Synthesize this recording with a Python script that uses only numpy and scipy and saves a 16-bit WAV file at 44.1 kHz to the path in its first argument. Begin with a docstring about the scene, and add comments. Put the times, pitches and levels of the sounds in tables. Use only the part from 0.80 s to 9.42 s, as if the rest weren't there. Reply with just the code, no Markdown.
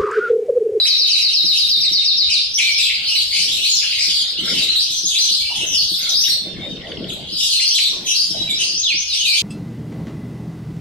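"""Canaries sing in a bare, echoing bird room: one rolls a falling trill, then many voices overlap in
whistles, slides and harsh buzzy calls, with a soft ticking roll in a lull and four upward slides to end.
Each note is a gliding near-sine, roughened by random pitch shake and rasping overtones.
Cages thump as birds hop on their perches. Shaped noise gives dull rustles, flickering treble chatter,
a far chorus and a low background rumble that swells in the gaps."""
import sys
import numpy as np
from scipy import signal
from scipy.fft import rfft, irfft, next_fast_len
from scipy.io import wavfile
from scipy.ndimage import uniform_filter1d

SR = 44100
rng = np.random.default_rng(int(sys.argv[2]) if len(sys.argv) > 2 else 0)


def pcm_store(signal):
    """Save signal as 16-bit PCM."""
    levels = np.round(np.clip(np.atleast_2d(signal), -1, 1) * 32767)
    wavfile.write(sys.argv[1], SR, levels.astype(np.int16).T)


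N = 380141

TRILL_SYLLABLES = [(-0.052, 1), (0.068, -4), (0.182, -6), (0.296, -6.5), (0.412, -8.5), (0.53, -7),
                   (0.649, -6.5), (0.769, -8), (0.885, -8), (1.005, -9), (1.121, -7.5), (1.245, -7),
                   (1.368, -7.5), (1.501, -7.5)]  # the opening roll: t/s, level/dB
TRILL_DROP = [(0, 5800), (.02, 4947), (.046, 4163)]  # the dive that opens each syllable: t/s from its start, f/Hz
BUZZY_CALLS = [(-.01, 0.066, 5080, 4310, -11), (.054, 0.023, 1935, 3830, -12.5),
               (0.243, 0.18, 2760, 2927, -20.5), (0.489, 0.087, 3050, 3150, -24),
               (0.715, 0.094, 2896, 3220, -21.5), (0.888, 0.022, 2966, 3090, -21),
               (1.025, 0.037, 2510, 2630, -26.5), (1.174, 0.096, 2920, 2580, -32),
               (1.49, 0.054, 2780, 2976, -17), (1.737, .032, 5730, 5300, -11.5),
               (1.778, 0.03, 3560, 2466, -10.5), (1.803, 0.12, 3850, 4480, -15),
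               (1.901, 0.12, 5500, 4750, -17.5), (1.981, 0.037, 2750, 2468, -17),
               (1.981, 0.094, 3810, 3770, -13), (2.246, 0.11, 4440, 6110, -18),
               (2.292, 0.047, 4600, 3000, -24), (2.345, 0.053, 4230, 4285, -10),
               (2.502, 0.063, 4620, 4420, -16.5), (2.512, 0.13, 2216, 3056, -22),
               (2.538, 0.11, 3680, 5260, -16), (2.669, 0.13, 2970, 4510, -15.5),
               (2.816, 0.11, 3590, 4910, -13), (2.846, 0.023, 2733, 2856, -15),
               (2.89, 0.066, 6860, 6800, -14), (2.934, 0.061, 5870, 4360, -11),
               (3.18, 0.077, 2505, 2226, -24.5), (3.222, .11, 4265, 2973, -22),
               (3.281, .15, 4860, 4440, -16), (3.467, 0.079, 5200, 3870, -23),
               (3.597, 0.14, 3850, 3510, -22.5), (3.743, .12, 2350, 2535, -31.5),
               (3.772, 0.08, 4825, 3800, -15.5), (3.945, 0.1, 3570, 5300, -10),
               (4.101, 0.06, 3946, 3600, -19), (4.161, 0.044, 6000, 5930, -18),
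               (4.252, 0.02, 6610, 6540, -12.5), (4.291, 0.1, 3793, 2217, -21),
               (4.349, 0.081, 3720, 5140, -11.5), (4.404, 0.049, 6140, 5800, -10),
               (4.483, 0.077, 3766, 5220, -13), (4.745, 0.093, 3370, 3030, -18),
               (4.861, 0.077, 6070, 5730, -17.5), (4.924, 0.12, 5334, 4535, -13),
               (4.911, 0.055, 3250, 3260, -18), (5.079, 0.089, 4410, 3697, -16),
               (5.144, 0.027, 5260, 5370, -24.5), (5.292, 0.0089, 6620, 4960, -8),
               (5.329, 0.098, 4290, 6025, -9), (5.486, 0.068, 4395, 4180, -9.5),
               (6.283, 0.065, 3507, 3796, -24), (6.514, 0.073, 4810, 4910, -19),
               (6.596, 0.051, 5310, 5590, -18.5), (6.566, 0.13, 3255, 2910, -24),
               (6.642, 0.16, 5200, 3483, -15.5), (6.797, 0.038, 2053, 3015, -17),
               (6.851, 0.046, 4550, 4680, -6.5), (6.935, 0.06, 4025, 2427, -11),
               (6.995, 0.1, 4420, 3730, -14), (7.25, 0.084, 2800, 3137, -19),
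               (7.26, 0.068, 5820, 5720, -16), (7.338, 0.1, 4510, 4914, -13),
               (7.498, 0.022, 5510, 5270, -12), (7.695, 0.022, 3705, 3295, -11),
               (7.782, 0.062, 2990, 2720, -16.5), (7.805, 0.15, 4880, 4560, -17.5),
               (8.264, 0.098, 5100, 4630, -24), (8.324, 0.057, 2723, 2525, -23.5),
               (8.445, 0.07, 3706, 4420, -10), (8.537, 0.052, 2466, 2757, -23.5)]  # harsh calls: t/s, length/s, first f/Hz, last f/Hz, level/dB
TWITTER_CURVES = [(0, -37.5, 2996, -11), (1.449, -36.5, 2987, 3), (1.622, -20.5, 3935, -7),
                  (1.75, -38, 3990, 12), (1.9, -20.5, 3543, -14), (2.2, -21, 3379, -6),
                  (2.549, -23, 4080, 7), (2.799, -24, 3813, 5), (3.1, -16.5, 3876, -1),
                  (3.398, -19.5, 4230, 6), (3.55, -30.5, 4180, -38), (3.7, -20, 3705, 3),
                  (4.052, -25, 4346, 3), (4.301, -21, 4298, 8), (4.652, -20, 3715, 1.5),
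                  (4.852, -28, 3594, -18), (5.15, -25, 4600, -21), (5.452, -17.5, 4163, -18),
                  (5.62, -43, 3950, 1), (6.0, -43.5, 4186, 2), (6.45, -34.5, 3384, -9),
                  (6.648, -21, 4013, 12), (7.1, -21.5, 4506, -6), (7.199, -44, 4510, 6),
                  (7.449, -30.5, 3614, 15), (7.619, -32.5, 4000, 1), (7.851, -27.5, 4475, -25),
                  (8.1, -31.5, 4410, -4), (8.301, -28.5, 4193, 5.5), (8.62, -14, 3742, 6)]  # the flock's contour: t/s, level/dB, middle f/Hz, overtones/dB
CHATTER_FADER = [(0, -40), (.6, -44.5), (.8, -36), (1.1, -45), (1.6, -60.5), (2.9, -43), (3.55, -62),
                 (4.3, -52), (5.502, -32), (5.75, -89), (6.45, -79), (6.65, -55), (7.15, -70), (7.3, -39),
                 (7.7, -68), (8.62, -66)]  # sizzle above the song: t/s, level/dB
CHATTER_EQ = [(5500, -46), (6500, 13), (9000, 15), (12500, 18.5), (14000, -50)]  # its colour: f/Hz, level/dB
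# swells of low background rumble and hum, mostly between calls: t/s, hold/s, rumble level/dB, hum level/dB
RUMBLE_SWELLS = [(.93, .1, -55.5, -77), (2.238, 0.041, -61.5, -42), (2.664, 0.052, -50, -43),
                 (3.11, 0.37, -89, -43), (3.664, 0.15, -37, -34.5), (4.812, 0.094, -38, -43),
                 (5.277, 0.026, -44.5, -37), (5.696, 0.42, -36.5, -45.5), (6.106, 0.32, -35.5, -52.5),
                 (7.202, 0.035, -40, -48), (7.53, 0.35, -43.5, -49.5)]
RUMBLE_EQ = [(76, -17), (130, -6), (183, -4), (252, -7.5), (322, -8), (615, -13.5), (900, -26),
             (1170, -29.5), (1980, -120)]  # the rumble's low body: f/Hz, level/dB
HUM_EQ = [(900, 15), (1050, 6), (1180, 8.5), (1420, 25), (1700, 20), (2200, 31.5), (3000, -18.5)]  # the midrange hum on top of it: f/Hz, level/dB
ROOM_TONE_EQ = [(15, -37), (25, 4), (103, 7.5), (241, -30), (554, -12.5), (1120, -14.5), (1740, -11),
                (1900, -10), (2470, -55), (4180, -120)]  # steady room tone: f/Hz, level/dB
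FAR_CHORUS_EQ = [(1900, -30), (2500, -6), (3300, 0), (4200, -8), (4900, -10), (5400, -25), (9000, -40),
                 (13000, -60)]  # the blur of distant birds: f/Hz, level/dB
NOISE_WIDTH = [(50, 0.93), (400, 0.76), (1000, 0.66), (2500, 0.33), (8000, 0.084)]  # stereo image of the noise beds: f/Hz, left-right correlation
RUSTLE_CUES = [(0.188, -37.5, 496, 0.16), (3.03, -35, 1560, 0.21), (4.7, -36.5, 826, 0.57),
               (5.471, -36, 1930, 0.39), (7.121, -45.5, 1030, 0.59), (7.54, -32.5, 586, 0.32),
               (7.66, -41.5, 646, 0.33)]  # short dull rustles: t/s, level/dB, centre f/Hz, t60/s
HOP_CUES = [(0.639, -41), (0.967, -48), (1.11, -45), (1.351, -55), (3.278, -46), (3.585, -39.5),
            (3.705, -47), (4.104, -52), (4.237, -43), (4.506, -48.5), (4.815, -59), (5.113, -41.5),
            (5.482, -50.5), (5.666, -39), (6.223, -34.5), (6.523, -43), (7.503, -41), (7.61, -39.5),
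            (7.742, -58), (7.933, -46), (8.14, -44.5)]  # landings on perches: t/s, level/dB
CAGE_MODES = [(181, 3.5, 0.22), (322, 7.5, 0.1), (602, -10, 0.16)]  # the cage's resonances: f/Hz, level/dB, t60/s
CLEAR_WHISTLES = [(1.781, 0.044, 2240, 2465, -15.5), (1.867, 0.042, 2370, 2277, -11.5),
                  (2.31, .045, 2734, 3060, -18), (2.901, 0.042, 4290, 4170, -12),
                  (3.573, 0.029, 2730, 3280, -16.5), (3.766, 0.017, 2870, 3330, -14.5),
                  (3.886, 0.022, 3850, 4280, -6.5), (4.409, 0.029, 4150, 4120, -9),
                  (4.574, 0.14, 4140, 4170, -25), (4.603, 0.061, 2321, 2350, -28.5),
                  (4.973, .051, 4386, 4410, -11.5), (5.246, .04, 3770, 3350, -20),
                  (5.422, .05, 5540, 5540, -12.5), (5.585, 0.14, 3536, 3624, -29.5),
                  (5.802, .12, 3640, 3708, -25.5), (6.62, 0.0066, 3585, 3610, -9.5),
                  (6.762, 0.099, 4180, 4270, -15), (6.877, 0.063, 6006, 5470, -14.5),
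                  (6.953, 0.027, 4060, 4050, -8), (7.243, 0.14, 3870, 3900, -21.5),
                  (7.551, 0.23, 3890, 3880, -17), (7.677, 0.045, 2393, 2220, -25.5),
                  (7.924, 0.19, 4920, 4910, -26.5), (8.028, 0.055, 4130, 3140, -12.5),
                  (8.069, 0.061, 3195, 2243, -15), (8.081, 0.058, 4000, 4440, -16),
                  (8.278, 0.078, 4500, 3445, -16.5), (8.361, .11, 3430, 2470, -18),
                  (8.457, 0.1, 2467, 2355, -15.5), (8.508, 0.014, 4030, 4070, -10)]  # clean notes: t/s, length/s, first f/Hz, last f/Hz, level/dB
TICK_CUES = [(5.924, -35), (5.969, -28), (6.017, -26.5), (6.069, -26), (6.119, -22), (6.171, -23.5),
             (6.242, -22.5), (6.301, -19.5)]  # the soft roll in the lull: t/s, level/dB
RISE_CUES = [(7.73, -22.5), (7.924, -17.5), (8.127, -17.5), (8.321, -19)]  # one bird's repeated upward slide: t/s, level/dB
RISE_GLIDE = [(0, 4400), (.065, 6150), (.085, 6550), (.105, 6600)]  # up, then briefly held: t/s from its start, f/Hz
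EARLY_ECHOES = [(.0011, -24, -57), (.0027, -15.5, -13), (.0046, -8.5, -21), (.0073, -5, -29),
                (.011, -4, -13)]  # off the nearest walls and cages: delay/s, left level/dB, right level/dB
REVERB_DECAY = [(300, .55), (2500, .54), (4000, .5), (8000, .42), (13000, .36)]  # how long the bare room rings: f/Hz, t60/s
MIC_TILT = [(200, 2), (1000, -0.5), (4000, 0), (8000, 1.5), (12000, 1.5)]  # colour between the microphones: f/Hz, left minus right level/dB


def gain_of(db):
    """Decibels to amplitude."""
    return 10 ** (np.asarray(db) / 20)


def unit_rms(x):
    """Scale a signal to an RMS of one."""
    return x / np.sqrt(np.mean(x ** 2) + 1e-20)


def curve_at(points, hz):
    """Read a curve along a log-frequency axis."""
    f, value = np.transpose(points)
    return np.interp(np.log(hz + 1), np.log(f + 1), value)


def add(mix, s, sound):
    """Drop a sound into the mix at s seconds, trimming any overhang."""
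    at = round(s * SR)
    part = mix[max(at, 0):][:len(sound) + min(at, 0)]
    part += sound[max(-at, 0):][:len(part)]


def wobble(steps, length, per_s):
    """Bounded wavering through per_s random steps a second."""
    return 1.5 * np.tanh(np.interp(np.arange(length) * per_s / SR, np.arange(len(steps)), steps))


def note(path, db, buzz_hz, overtones_db):
    """Start time and sound of a near-sine on a (t/s, f/Hz) path; buzz_hz sets the depth of pitch shake."""
    times, pitches = np.transpose(path)
    t = np.arange(times[0], times[-1], 1 / SR)
    steps = rng.standard_normal((3, 400))
    warble, shake, throb = (wobble(row, len(t), per_s) for row, per_s in zip(steps, (170, 700, 110)))
    hz = np.interp(t, times, pitches) + buzz_hz * (.8 * warble + .65 * shake)
    phase = 2 * np.pi * np.cumsum(np.maximum(hz, 2050)) / SR  # the small voice reaches no lower
    rasp = shake * (np.sin(2 * phase) + 0.45 * np.sin(3 * phase) + 0.043 * np.sin(4 * phase))
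    voice = np.sin(phase) + gain_of(overtones_db) * rasp
    breath = abs(np.sin(np.pi * np.linspace(0, 1, len(t)))) ** .35
    throb_db = 3.5 * np.tanh(buzz_hz / 150) * throb
    return times[0], gain_of(db + throb_db) * voice * breath


def slide(s, length, first_hz, last_hz, db, buzz_hz, overtones_db):
    """One straight glide; low notes are richer, the overtones losing 24.5 dB per octave of pitch."""
    octaves = np.log2((first_hz + last_hz) / 2 / 2364)
    return note([(s, first_hz), (s + length, last_hz)], db, buzz_hz, overtones_db - 24.5 * octaves)


def trill():
    """Each syllable dives to a briefly held pitch, which sags as the roll goes on."""
    out = np.zeros(N)
    for s, db in TRILL_SYLLABLES:
        landing_hz = 3841 - 151.2 * s
        path = TRILL_DROP + [(0.075, landing_hz), (0.088, landing_hz)]
        add(out, *note(np.add(path, [s, 0]), db, buzz_hz=55, overtones_db=-38))
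    return out


def buzzy_calls():
    """Slides made harsh by deep pitch shake and strong overtones."""
    out = np.zeros(N)
    for call in BUZZY_CALLS:
        add(out, *slide(*call, buzz_hz=300.1, overtones_db=4.5))
    return out


def twitter():
    """The flock: short overlapping notes scattered round a middle pitch, some harsher than others."""
    notes_per_s, typical_s = 45, .06
    out = np.zeros(N)
    times, level_db, middle_hz, overtones_db = np.transpose(TWITTER_CURVES)
    share_db = -10 * np.log10(notes_per_s * typical_s / 2)  # overlapping notes share the level
    scatter = np.sqrt(3) * rng.uniform(-1, 1, (int(N / SR * notes_per_s), 6))
    for k, (late, long, high, sweep, loud, harsh) in enumerate(scatter):
        s = (k + late / 4) / notes_per_s
        length = typical_s * 2 ** (long / 2)
        hz = np.interp(s, times, middle_hz) * 2 ** (0.27 * high)
        db = np.interp(s, times, level_db) + share_db + 2 * loud
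        bend = 2 ** (.15 * sweep)
        add(out, *slide(s - length / 2, length, hz / bend, hz * bend, db,
                        buzz_hz=240 * 2 ** (harsh / 2), overtones_db=np.interp(s, times, overtones_db)))
    return out


def noise_bed(eq, patchy_db):
    """Coloured stereo noise, wider in the treble, with loud and soft patches drifting through it."""
    hz = np.fft.rfftfreq(1024, 1 / SR)
    a, b, c, d, patches = rng.standard_normal((N // 512 + 5, 513, 5), dtype=np.float32).T
    patches = uniform_filter1d(patches, size=8, axis=0)  # smear across frequency
    patches = unit_rms(uniform_filter1d(patches, size=5, axis=1))  # and across time
    likeness = np.clip(curve_at(NOISE_WIDTH, hz), 0, 1)[:, None]
    left = a + 1j * b
    right = likeness * left + np.sqrt(1 - likeness ** 2) * (c + 1j * d)
    spectra = np.array([left, right]) * gain_of(curve_at(eq, hz)[:, None] + patchy_db * patches)
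    return unit_rms(signal.istft(spectra, window="cosine", nperseg=1024, noverlap=512)[1][:, :N])


def chatter():
    """Treble noise that flickers in strong patches above the song."""
    times, db = np.transpose(CHATTER_FADER)
    return gain_of(np.interp(np.arange(N) / SR, times, db)) * noise_bed(CHATTER_EQ, patchy_db=6)


def rumble():
    """Low background noise and its upper hum swell together from a quiet floor, hold and sink back."""
    up_db_per_s, down_db_per_s = 144, 99
    t = np.arange(N) / SR
    low_gain, hum_gain = np.full(N, gain_of(-55.5)), np.full(N, gain_of(-72))
    for s, hold, low_db, hum_db in RUMBLE_SWELLS:
        ramps_db = np.minimum(up_db_per_s * (t - s), down_db_per_s * (s + hold - t))
        swell = gain_of(np.minimum(0, ramps_db))
        low_gain += gain_of(low_db) * swell
        hum_gain += gain_of(hum_db) * swell
    return low_gain * noise_bed(RUMBLE_EQ, patchy_db=4) + hum_gain * noise_bed(HUM_EQ, patchy_db=6.5)


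def room_tone():
    """A faint, steady floor of dark air."""
    return gain_of(-50) * noise_bed(ROOM_TONE_EQ, patchy_db=2.5)


def far_chorus():
    """Distant birds blur into a shimmering band of noise."""
    return gain_of(-38) * noise_bed(FAR_CHORUS_EQ, patchy_db=5.5)


def rustles():
    """Dying puffs of noise, each around its own pitch."""
    t, out = np.arange(SR // 3) / SR, np.zeros(N)
    attack = 1 - np.exp(-t / 0.0032)
    for s, db, hz, t60 in RUSTLE_CUES:
        band = signal.butter(2, [hz / 1.12, hz * 1.164], "band", fs=SR, output="sos")
        puff = unit_rms(signal.sosfilt(band, rng.standard_normal(len(t))))
        add(out, s, gain_of(db - 60 * t / t60) * attack * puff)
    return out


def hops():
    """Each landing gives a soft push that rings the cage, tuned a little differently every time."""
    t, out = np.arange(SR // 3) / SR, np.zeros(N)
    attack = 1 - np.exp(-t / 0.002)
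    for s, db in HOP_CUES:
        tunings = 1 + 0.033 * rng.uniform(-0.92, 1, len(CAGE_MODES))
        ring = sum(gain_of(mode_db - 60 * t / t60) * np.sin(2 * np.pi * hz * tuning * t)
                   for (hz, mode_db, t60), tuning in zip(CAGE_MODES, tunings))
        add(out, s, gain_of(db + 4.5) * attack * ring)
    return out


def whistles():
    """Clear notes, cleanest when held and a little rougher the further they slide."""
    out = np.zeros(N)
    for s, length, first_hz, last_hz, db in CLEAR_WHISTLES:
        buzz_hz = 25.7 + 0.062 * abs(last_hz - first_hz)
        add(out, *slide(s, length, first_hz, last_hz, db, buzz_hz, overtones_db=-9))
    return out


def ticking():
    """Falling chirps so short that they land as ticks."""
    out = np.zeros(N)
    for s, db in TICK_CUES:
        add(out, *note([(s, 3450), (s + 0.005, 2800)], db, buzz_hz=33, overtones_db=-42))
    return out


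def rising_slides():
    """One bird repeats a thin, almost pure upward sweep."""
    out = np.zeros(N)
    for s, db in RISE_CUES:
        add(out, *note(np.add(RISE_GLIDE, [s, 0]), db, buzz_hz=70.5, overtones_db=-48))
    return out


def close_sound(song):
    """Direct sound, a little sooner on the left, with its first echoes."""
    out = np.array([song, np.roll(song, 3)])
    for delay, left_db, right_db in EARLY_ECHOES:
        out += gain_of([[left_db], [right_db]]) * np.pad(song, (round(delay * SR), 0))[:N]
    return out


def reverb(song):
    """Sparse echoes of random sign, dying band by band; three tails take turns as the birds move."""
    out, t = np.zeros((2, N)), np.arange(N) / SR
    for k in range(3):
        taps = np.zeros((2, SR // 2))
        grid = np.arange(200, SR // 2 - 30, 20)
        arrivals = grid + rng.integers(0, 20, (2, len(grid)))
        np.put_along_axis(taps, arrivals, rng.choice([-1., 1.], arrivals.shape), 1)
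        hz, age, spectra = signal.stft(taps, SR, nperseg=256)
        decay = gain_of(-60 * age / curve_at(REVERB_DECAY, hz)[:, None])
        tail = signal.istft(spectra * decay, SR, nperseg=256)[1]
        crossfade = np.sqrt(2 / 3) * np.cos(np.pi * (1.7 * t + k / 3))
        out += signal.oaconvolve((song * crossfade)[None], tail / np.linalg.norm(tail[0]), axes=1)[:, :N]
    return out


def scene():
    """The song sits deep in the room and the ticks stay close; thumps and noise layers go in dry."""
    song = trill() + rising_slides() + whistles() + buzzy_calls() + twitter()
    ticks = ticking()
    wet = gain_of(-2.5) * reverb(song + .4 * ticks)
    close = gain_of(-4.5) * close_sound(song) + ticks
    return close + wet + hops() + rustles() + rumble() + room_tone() + far_chorus() + chatter()


def record(dry):
    """Two microphones colour the sides; gain control evens the loudest calls; a low-pass trims the top."""
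    threshold_db, squeeze, cutoff_hz = -14.5, 0.83, 13800
    size = next_fast_len(N)
    hz = np.fft.rfftfreq(size, 1 / SR)
    tilt = gain_of(np.outer([.5, -.5], curve_at(MIC_TILT, hz)))
    coloured = irfft(rfft(dry, size) * tilt, size)[:, :N]
    power = uniform_filter1d((coloured ** 2).mean(0), size=900)  # 20 ms detector
    over_db = np.maximum(10 * np.log10(abs(power) + 1e-12) - threshold_db, 0)
    levelled = coloured / gain_of(squeeze * over_db)
    low_pass = signal.firwin(701, cutoff_hz, window=("kaiser", 10), fs=SR)
    return signal.oaconvolve(levelled, low_pass[None], "same", axes=1)


dry = scene()
out = record(dry)
pcm_store(out)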